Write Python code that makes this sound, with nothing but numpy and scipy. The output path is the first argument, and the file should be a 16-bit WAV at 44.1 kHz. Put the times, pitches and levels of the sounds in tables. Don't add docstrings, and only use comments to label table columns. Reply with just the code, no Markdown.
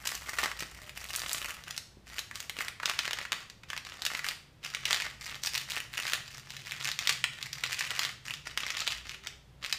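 import sys
import numpy as np
from scipy import signal
from scipy.fft import rfft, irfft
from scipy.io import wavfile

SR = 44100
rng = np.random.default_rng(int(sys.argv[2]) if len(sys.argv) > 2 else 0)


def wav_out(sig):
    wavfile.write(sys.argv[1], SR, np.round(np.clip(np.atleast_2d(sig).T, -1, 1) * 32767).astype(np.int16))


N = 431298


def gain_of(db):
    return 10 ** (np.asarray(db) / 20)


def evened(x):
    return x / np.sqrt(np.mean(x ** 2) + 1e-20)


def read_spectrum(points, hz):
    point_hz, value = np.transpose(points)
    return np.interp(np.log(hz + 1), np.log(point_hz + 1), value)


def along(rows):
    return np.interp(np.arange(N) / SR, *np.transpose(rows))


def drift(cutoff_hz):
    rate_hz = 400
    steps = rng.standard_normal(round(N / SR * rate_hz) + 2)
    lowpass = signal.butter(2, cutoff_hz, fs=rate_hz, output="sos")
    steps = signal.sosfiltfilt(lowpass, steps)
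    return evened(np.interp(np.arange(N) / SR * rate_hz, np.arange(len(steps)), steps))


def air(rms_db=-60):
    # hz, relative_db_per_hz
    air_spectrum = [(25, -17), (87, -7.5), (187, -13.5), (259, -19), (1200, -28.5), (3700, -32.5),
                    (9000, -44), (15300, -48.5), (16000, -92)]
    hz = np.fft.rfftfreq(N, 1 / SR)
    shaped = rfft(rng.standard_normal(N)) * gain_of(read_spectrum(air_spectrum, hz))
    return gain_of(rms_db) * evened(irfft(shaped, N))


def wavering(level_curve, centre_hz, width_hz):
    hz = np.fft.rfftfreq(N, 1 / SR)
    resonance = 1 / (1 + (2 * (hz - centre_hz) / width_hz) ** 2)
    band = irfft(rfft(rng.standard_normal(N)) * resonance, N)
    return gain_of(along(level_curve)) * evened(band)


def rumble():
    # time_s, level_db
    rumble_level = [(1.3, -57), (2.5, -69.5), (4.8, -70.5), (5.3, -58), (5.6, -65.5), (8.4, -73),
                    (8.8, -58.5), (9.78, -63)]
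    return wavering(rumble_level, centre_hz=58.6, width_hz=5.2)


def hum():
    # time_s, level_db
    hum_level = [(0, -68), (4.3, -64.5), (6.5, -57), (8.3, -58), (8.7, -64)]
    return wavering(hum_level, centre_hz=135.8, width_hz=36.0)


def tones():
    # start_s, end_s, start_hz, end_hz, level_db
    far_tones = [(0.8, 0.945, 610, 600, -64), (9.042, 9.402, 355, 425, -69)]
    out, waver, fade = np.zeros(N), drift(25.), drift(15.0)
    for start_s, end_s, from_hz, to_hz, level_db in far_tones:
        at, size = round(start_s * SR), round((end_s - start_s) * SR)
        span = slice(at, at + size)
        pitch_hz = np.linspace(from_hz, to_hz, size) * (1 + 0.004 * waver[span])
        sine = np.sqrt(2) * np.sin(2 * np.pi * np.cumsum(pitch_hz) / SR)
        out[span] += gain_of(level_db + 0.87 * fade[span]) * sine * signal.windows.tukey(size, .4)
    return out


def kitchen(x, worktop_db=6, worktop_t60_s=0.039, turn_hz=7.3):
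    # hz, t60_s
    room_decay = [(400, 0.41), (1500, 0.44), (4000, 0.45), (9000, 0.42), (15000, 0.32)]
    out, turn = np.zeros(N), np.arange(N) / SR * 2 * np.pi * turn_hz
    for k in range(3):
        taps = np.zeros(SR)
        at = np.arange(80, SR - 20, 20)
        taps[at + rng.integers(0, 20, len(at))] = rng.choice([-1., 1.], len(at))
        hz, t, z = signal.stft(taps, SR, nperseg=256)
        decay = gain_of(-60 * t / read_spectrum(room_decay, hz)[:, None])
        tail = signal.istft(z * decay, SR, nperseg=256)[1]
        worktop = gain_of(worktop_db - 60 * np.arange(len(tail)) / SR / worktop_t60_s)
        tail = tail * (1 + worktop) / np.linalg.norm(tail)
        share = np.sqrt(2 / 3) * np.cos(turn + k * np.pi / 3)
        out += signal.fftconvolve(x * share, tail)[:N]
    return out


def pats(mat_hz=300.0, t60_s=0.0061, rise_s=0.003):
    # time_s, peak_db
    pat_rows = [(0.623, -35.5), (1.971, -44.5), (2.587, -39)]
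    t, out = np.arange(3000) / SR, np.zeros(N)
    blow = gain_of(-60 * t / t60_s) * np.sin(2 * np.pi * mat_hz * t) * np.minimum(t / rise_s, 1)
    for time_s, peak_db in pat_rows:
        out[round(time_s * SR):][:len(t)] += gain_of(peak_db) * blow / abs(blow).max()
    return out


def buckles(ring_hz, tilt_db, chance, burst_s=0.0014, tick_s=0.0009, ring_db=7.5, ring_octaves=0.74, tearing=0.58):
    # hz, relative_db_per_hz
    film_spectrum = [(180, -24.5), (300, -20.5), (730, -12), (1150, -7), (1770, -4.5), (3030, -7),
                     (7130, -8.5), (10500, -15.5), (15300, -16.5), (16000, -71)]
    evening = .35
    hz, t = abs(np.fft.fftfreq(1024, 1 / SR)) + 1, np.arange(chance.shape[1]) / SR
    ring = ring_db * np.exp(-(np.log2(hz / ring_hz[:, None]) / ring_octaves) ** 2)
    tilt = tilt_db[:, None] * np.log2(hz / 3000).clip(-1.5, 2)
    log_gain = (read_spectrum(film_spectrum, hz) + ring + tilt) * np.log(10) / 20
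    colour = np.exp(log_gain - 1j * signal.hilbert(log_gain).imag)

    rise, treble = np.minimum(t / 0.0014 + 0.34, 1), 1 / (1 + (1420.0 / hz) ** 4)
    lasting = np.exp(tearing * chance[:, -1:])

    def burst(decay_s):
        return np.fft.fft(chance * rise * np.exp(-t / decay_s / lasting) / np.sqrt(decay_s), n=1024)

    cracks = (1 - treble) * burst(burst_s) + treble * burst(tick_s)
    cracks = cracks / abs(cracks) ** evening
    sound = np.fft.ifft(colour * cracks).real * signal.windows.tukey(2048, .5)[1024:]
    return sound / abs(sound).max(axis=1, keepdims=True)


def rustling(build_db_per_s=1200., settle_db_per_s=236.5):
    # start_s, hold_s, level_db, centre_hz
    bursts = [(0.0, 0.054, -51.5, 2000), (0.056, 0.067, -38.5, 2650), (0.216, 0.16, -46.5, 2080),
              (0.368, 0.079, -37, 1740), (0.58, 0.013, -35, 3700), (0.702, 0.19, -54, 2670),
              (0.963, 0.15, -45.5, 3100), (1.133, 0.25, -41, 3400), (1.42, 0.13, -44, 2120),
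              (1.674, 0.033, -44, 2700), (2.074, 0.1, -49, 3140), (2.351, 0.07, -48, 3220),
              (2.562, 0.089, -44.5, 2600), (2.832, 0.093, -40, 2300), (2.979, 0.07, -44, 2720),
              (3.156, 0.076, -45.5, 2680), (3.346, 0.07, -51, 2640), (3.692, 0.035, -50.5, 2950),
              (3.865, 0.14, -48, 3320), (4.01, 0.067, -51, 2820), (4.116, 0.08, -43.5, 1860),
              (4.25, 0.032, -39, 2120), (4.647, 0.012, -35, 3300), (4.737, 0.016, -38, 2710),
              (4.829, 0.027, -43, 3180), (4.892, 0.05, -30, 3010), (4.978, 0.091, -42, 2220),
              (5.204, 0.14, -44, 3100), (5.433, 0.044, -39, 4270), (5.536, 0.034, -33.5, 3830),
              (5.687, 0.12, -39, 2960), (5.932, 0.22, -38.5, 2900), (6.265, 0.11, -46, 3540),
              (6.458, 0.16, -50, 3240), (6.659, 0.18, -42, 3130), (6.831, 0.064, -36.5, 3620),
              (7.01, 0.039, -39, 3020), (7.078, 0.032, -36, 3020), (7.324, 0.15, -47, 2700),
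              (7.551, 0.018, -37.5, 2770), (7.626, 0.23, -37.5, 2900), (7.902, 0.19, -40, 2810),
              (8.251, 0.089, -41.5, 3750), (8.465, 0.011, -39, 3100), (8.574, 0.095, -39, 3080),
              (8.707, 0.22, -40, 3140), (8.878, 0.015, -31, 3460), (9.058, 0.08, -45.5, 2880),
              (9.245, 0.015, -43.5, 3220), (9.632, 0.1, -43, 3020)]
    start_s, hold_s, level_db, centre_hz = np.transpose(bursts)[:, :, None]
    t = np.arange(0, N / SR + .004, .002)
    build_db = build_db_per_s * (start_s - t).clip(0)
    settle_db = settle_db_per_s * (t - start_s - hold_s).clip(0)
    power = gain_of(level_db - build_db - settle_db) ** 2
    total, now = power.sum(0), np.arange(N) / SR
    return np.interp(now, t, np.sqrt(total)), np.interp(now, t, (power * centre_hz).sum(0) / total)


def crackle(count=32):
    creases_per_s, density_per_db = 620., -0.06
    spread_db, clump_db = 6, 2
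    ring_hz = np.geomspace(1000, 9000, count)
    tilt_db = 1.26 * np.log2(ring_hz / 5800.0) + 2.48 * rng.standard_normal(count)
    chance = rng.standard_normal((count, 512))
    sounds = buckles(ring_hz, tilt_db, chance, burst_s=0.001, tick_s=0.0006,
                     ring_db=10.0, ring_octaves=0.35, tearing=0.19)

    level, centre_hz = rustling()
    density = np.exp(density_per_db * (20 * np.log10(level + 1e-5) + 45))
    size = gain_of(spread_db * np.minimum(rng.exponential(1, N), 2.5))
    fires = rng.random(N) < density * creases_per_s / SR
    size = size * fires / np.sqrt(density)
    size = size * gain_of(clump_db * np.tanh(drift(15.2))) * rng.choice([-1., 1.], N)
    crease = rng.integers(0, count, N)
    size = size * gain_of(-10.5 * np.log2(ring_hz[crease] / centre_hz) ** 2)
    out = sum(signal.oaconvolve(size * (crease == k), sounds[k])[:N] for k in range(count))
    return level * evened(out)


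def snaps(count=4):
    # time_s, peak_db, ring_hz
    snap_rows = [(0.053, -29, 3000), (0.073, -18.5, 3820), (0.151, -23, 4300), (0.293, -30, 6460),
                 (0.386, -18.5, 1670), (0.396, -19, 2200), (0.437, -18, 2800), (0.515, -20.5, 1870),
                 (0.444, -17.5, 2200), (0.605, -25, 3360), (0.624, -26, 1500), (0.713, -38, 5000),
                 (0.894, -27.5, 2580), (1.152, -22, 2700), (1.161, -20, 6600), (1.331, -18, 8350),
                 (1.638, -29, 3900), (1.708, -21.5, 4250), (1.765, -27, 4970), (1.778, -17, 4670),
                 (2.183, -20, 2630), (2.191, -19.5, 3780), (2.312, -28.5, 1960), (2.356, -25, 4000),
                 (2.403, -22.5, 3670), (2.496, -20, 2500), (2.588, -21, 2450), (2.607, -18.5, 2050),
                 (2.683, -19, 2300), (2.8, -25.5, 1500), (2.833, -20, 1450), (2.857, -11.5, 3350),
                 (2.897, -14, 2570), (2.99, -8.5, 2920), (3.053, -19, 2360), (3.078, -18.5, 2070),
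                 (3.109, -18.5, 2790), (3.132, -14, 2870), (3.187, -20.5, 2460), (3.214, -25.5, 1960),
                 (3.252, -24.5, 2020), (3.32, -14.5, 2960), (3.329, -13, 2320), (3.499, -30, 3500),
                 (3.634, -36, 2280), (3.702, -21.5, 2660), (3.732, -21.5, 1860), (3.765, -23.5, 2640),
                 (3.777, -19, 3120), (3.85, -28, 3400), (3.869, -27.5, 2240), (4.02, -17, 3550),
                 (4.052, -12.5, 4600), (4.064, -14.5, 3220), (4.102, -23, 1650), (4.15, -19.5, 1920),
                 (4.193, -20.5, 1860), (4.244, -19, 1920), (4.287, -11.5, 3260), (4.748, -17.5, 2640),
                 (4.854, -13, 3570), (4.914, -18, 2600), (4.944, -15, 2680), (5.001, -19, 2120),
                 (5.021, -17.5, 2180), (5.211, -26, 3250), (5.436, -16, 4660), (5.46, -16, 4550),
                 (5.552, -16.5, 2480), (5.578, -17, 3550), (5.938, -22, 2550), (5.979, -15.5, 2280),
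                 (6.024, -26, 3630), (6.098, -22, 2950), (6.134, -11.5, 2720), (6.078, -21.5, 1970),
                 (6.505, -25.5, 3520), (6.567, -24, 3700), (6.72, -20, 2800), (6.874, -18.5, 4200),
                 (6.916, -15.5, 3640), (6.99, -13.5, 3570), (7.073, -9.5, 3030), (7.093, -8, 3220),
                 (7.126, -16.5, 4500), (7.241, -7.5, 2370), (7.427, -18.5, 3870), (7.53, -21, 4200),
                 (7.637, -12.5, 2440), (7.674, -25, 4200), (7.73, -15.5, 2580), (7.745, -22, 4350),
                 (7.793, -19, 5200), (7.808, -13, 2470), (7.906, -17.5, 2870), (7.993, -9, 3240),
                 (8.033, -13.5, 3520), (8.05, -13.5, 3600), (8.338, -21, 3150), (8.575, -14, 2440),
                 (8.704, -12, 3170), (8.769, -19.5, 2880), (8.804, -18, 4000), (8.921, -19.5, 3000),
                 (9.094, -21.5, 3030), (9.271, -19, 3400), (9.647, -20.5, 2380), (9.662, -20.5, 3780),
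                 (9.726, -10, 3480)]
    after_s, after_db, after_octaves = .006, -12, 0.56
    time_s, peak_db, ring_hz = np.transpose(snap_rows)[:, :, None]
    late, weak, other = rng.random((len(time_s), count, 3)).transpose(2, 0, 1)
    order = np.arange(count)
    follows = order > 0
    time_s = (time_s + follows * after_s * (late - .18) * order).ravel()
    peak_db = (peak_db + follows * after_db * (.5 + weak + order / count)).ravel()
    ring_hz = (ring_hz * 2 ** (follows * after_octaves * (2 * other - 1))).ravel()
    tilt_db = 3.66 * np.log2(ring_hz / 2820.0)
    sounds = buckles(ring_hz, tilt_db, rng.standard_normal((len(time_s), 512)))
    out = np.zeros(N + SR)
    for at, db, sound in zip(np.round(time_s * SR).astype(int), peak_db, sounds):
        out[at:at + 1024] += gain_of(db) * sound
    return out[:N]


def facing(x, body_hz=1380.0, treble_hz=6650.0):
    # time_s, gain_db
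    treble_level = [(0, 5), (.6, -1.5), (1.3, 5.5), (1.7, -4), (2.5, 0.5), (3, -7), (3.9, -7), (4.2, -0.5),
                    (4.9, -7.5), (5.5, -2), (6.7, -6), (9.2, -8.5), (9.78, -7.5)]
    loose_db, pinned_db, pinned_from_s = 0, -4.5, 4.1

    def below(hz):
        return signal.sosfiltfilt(signal.butter(2, hz, fs=SR, output="sos"), x)

    body, dull = below(body_hz), below(treble_hz)
    body_db = np.where(np.arange(N) / SR < pinned_from_s, loose_db, pinned_db)
    middle, treble = dull - body, x - dull
    return gain_of(body_db) * body + middle + gain_of(along(treble_level)) * treble


def scene():
    background = air() + hum() + rumble() + tones()
    bag = facing(snaps() + crackle()) + pats()
    return (background + bag + gain_of(-7.0) * kitchen(bag))[None]


def record(dry, edge_hz=16800):
    lowpass = signal.firwin(511, edge_hz, window=("kaiser", 9), fs=SR)
    return signal.oaconvolve(dry, lowpass[None], "same")


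dry = scene()
out = record(dry)
wav_out(out)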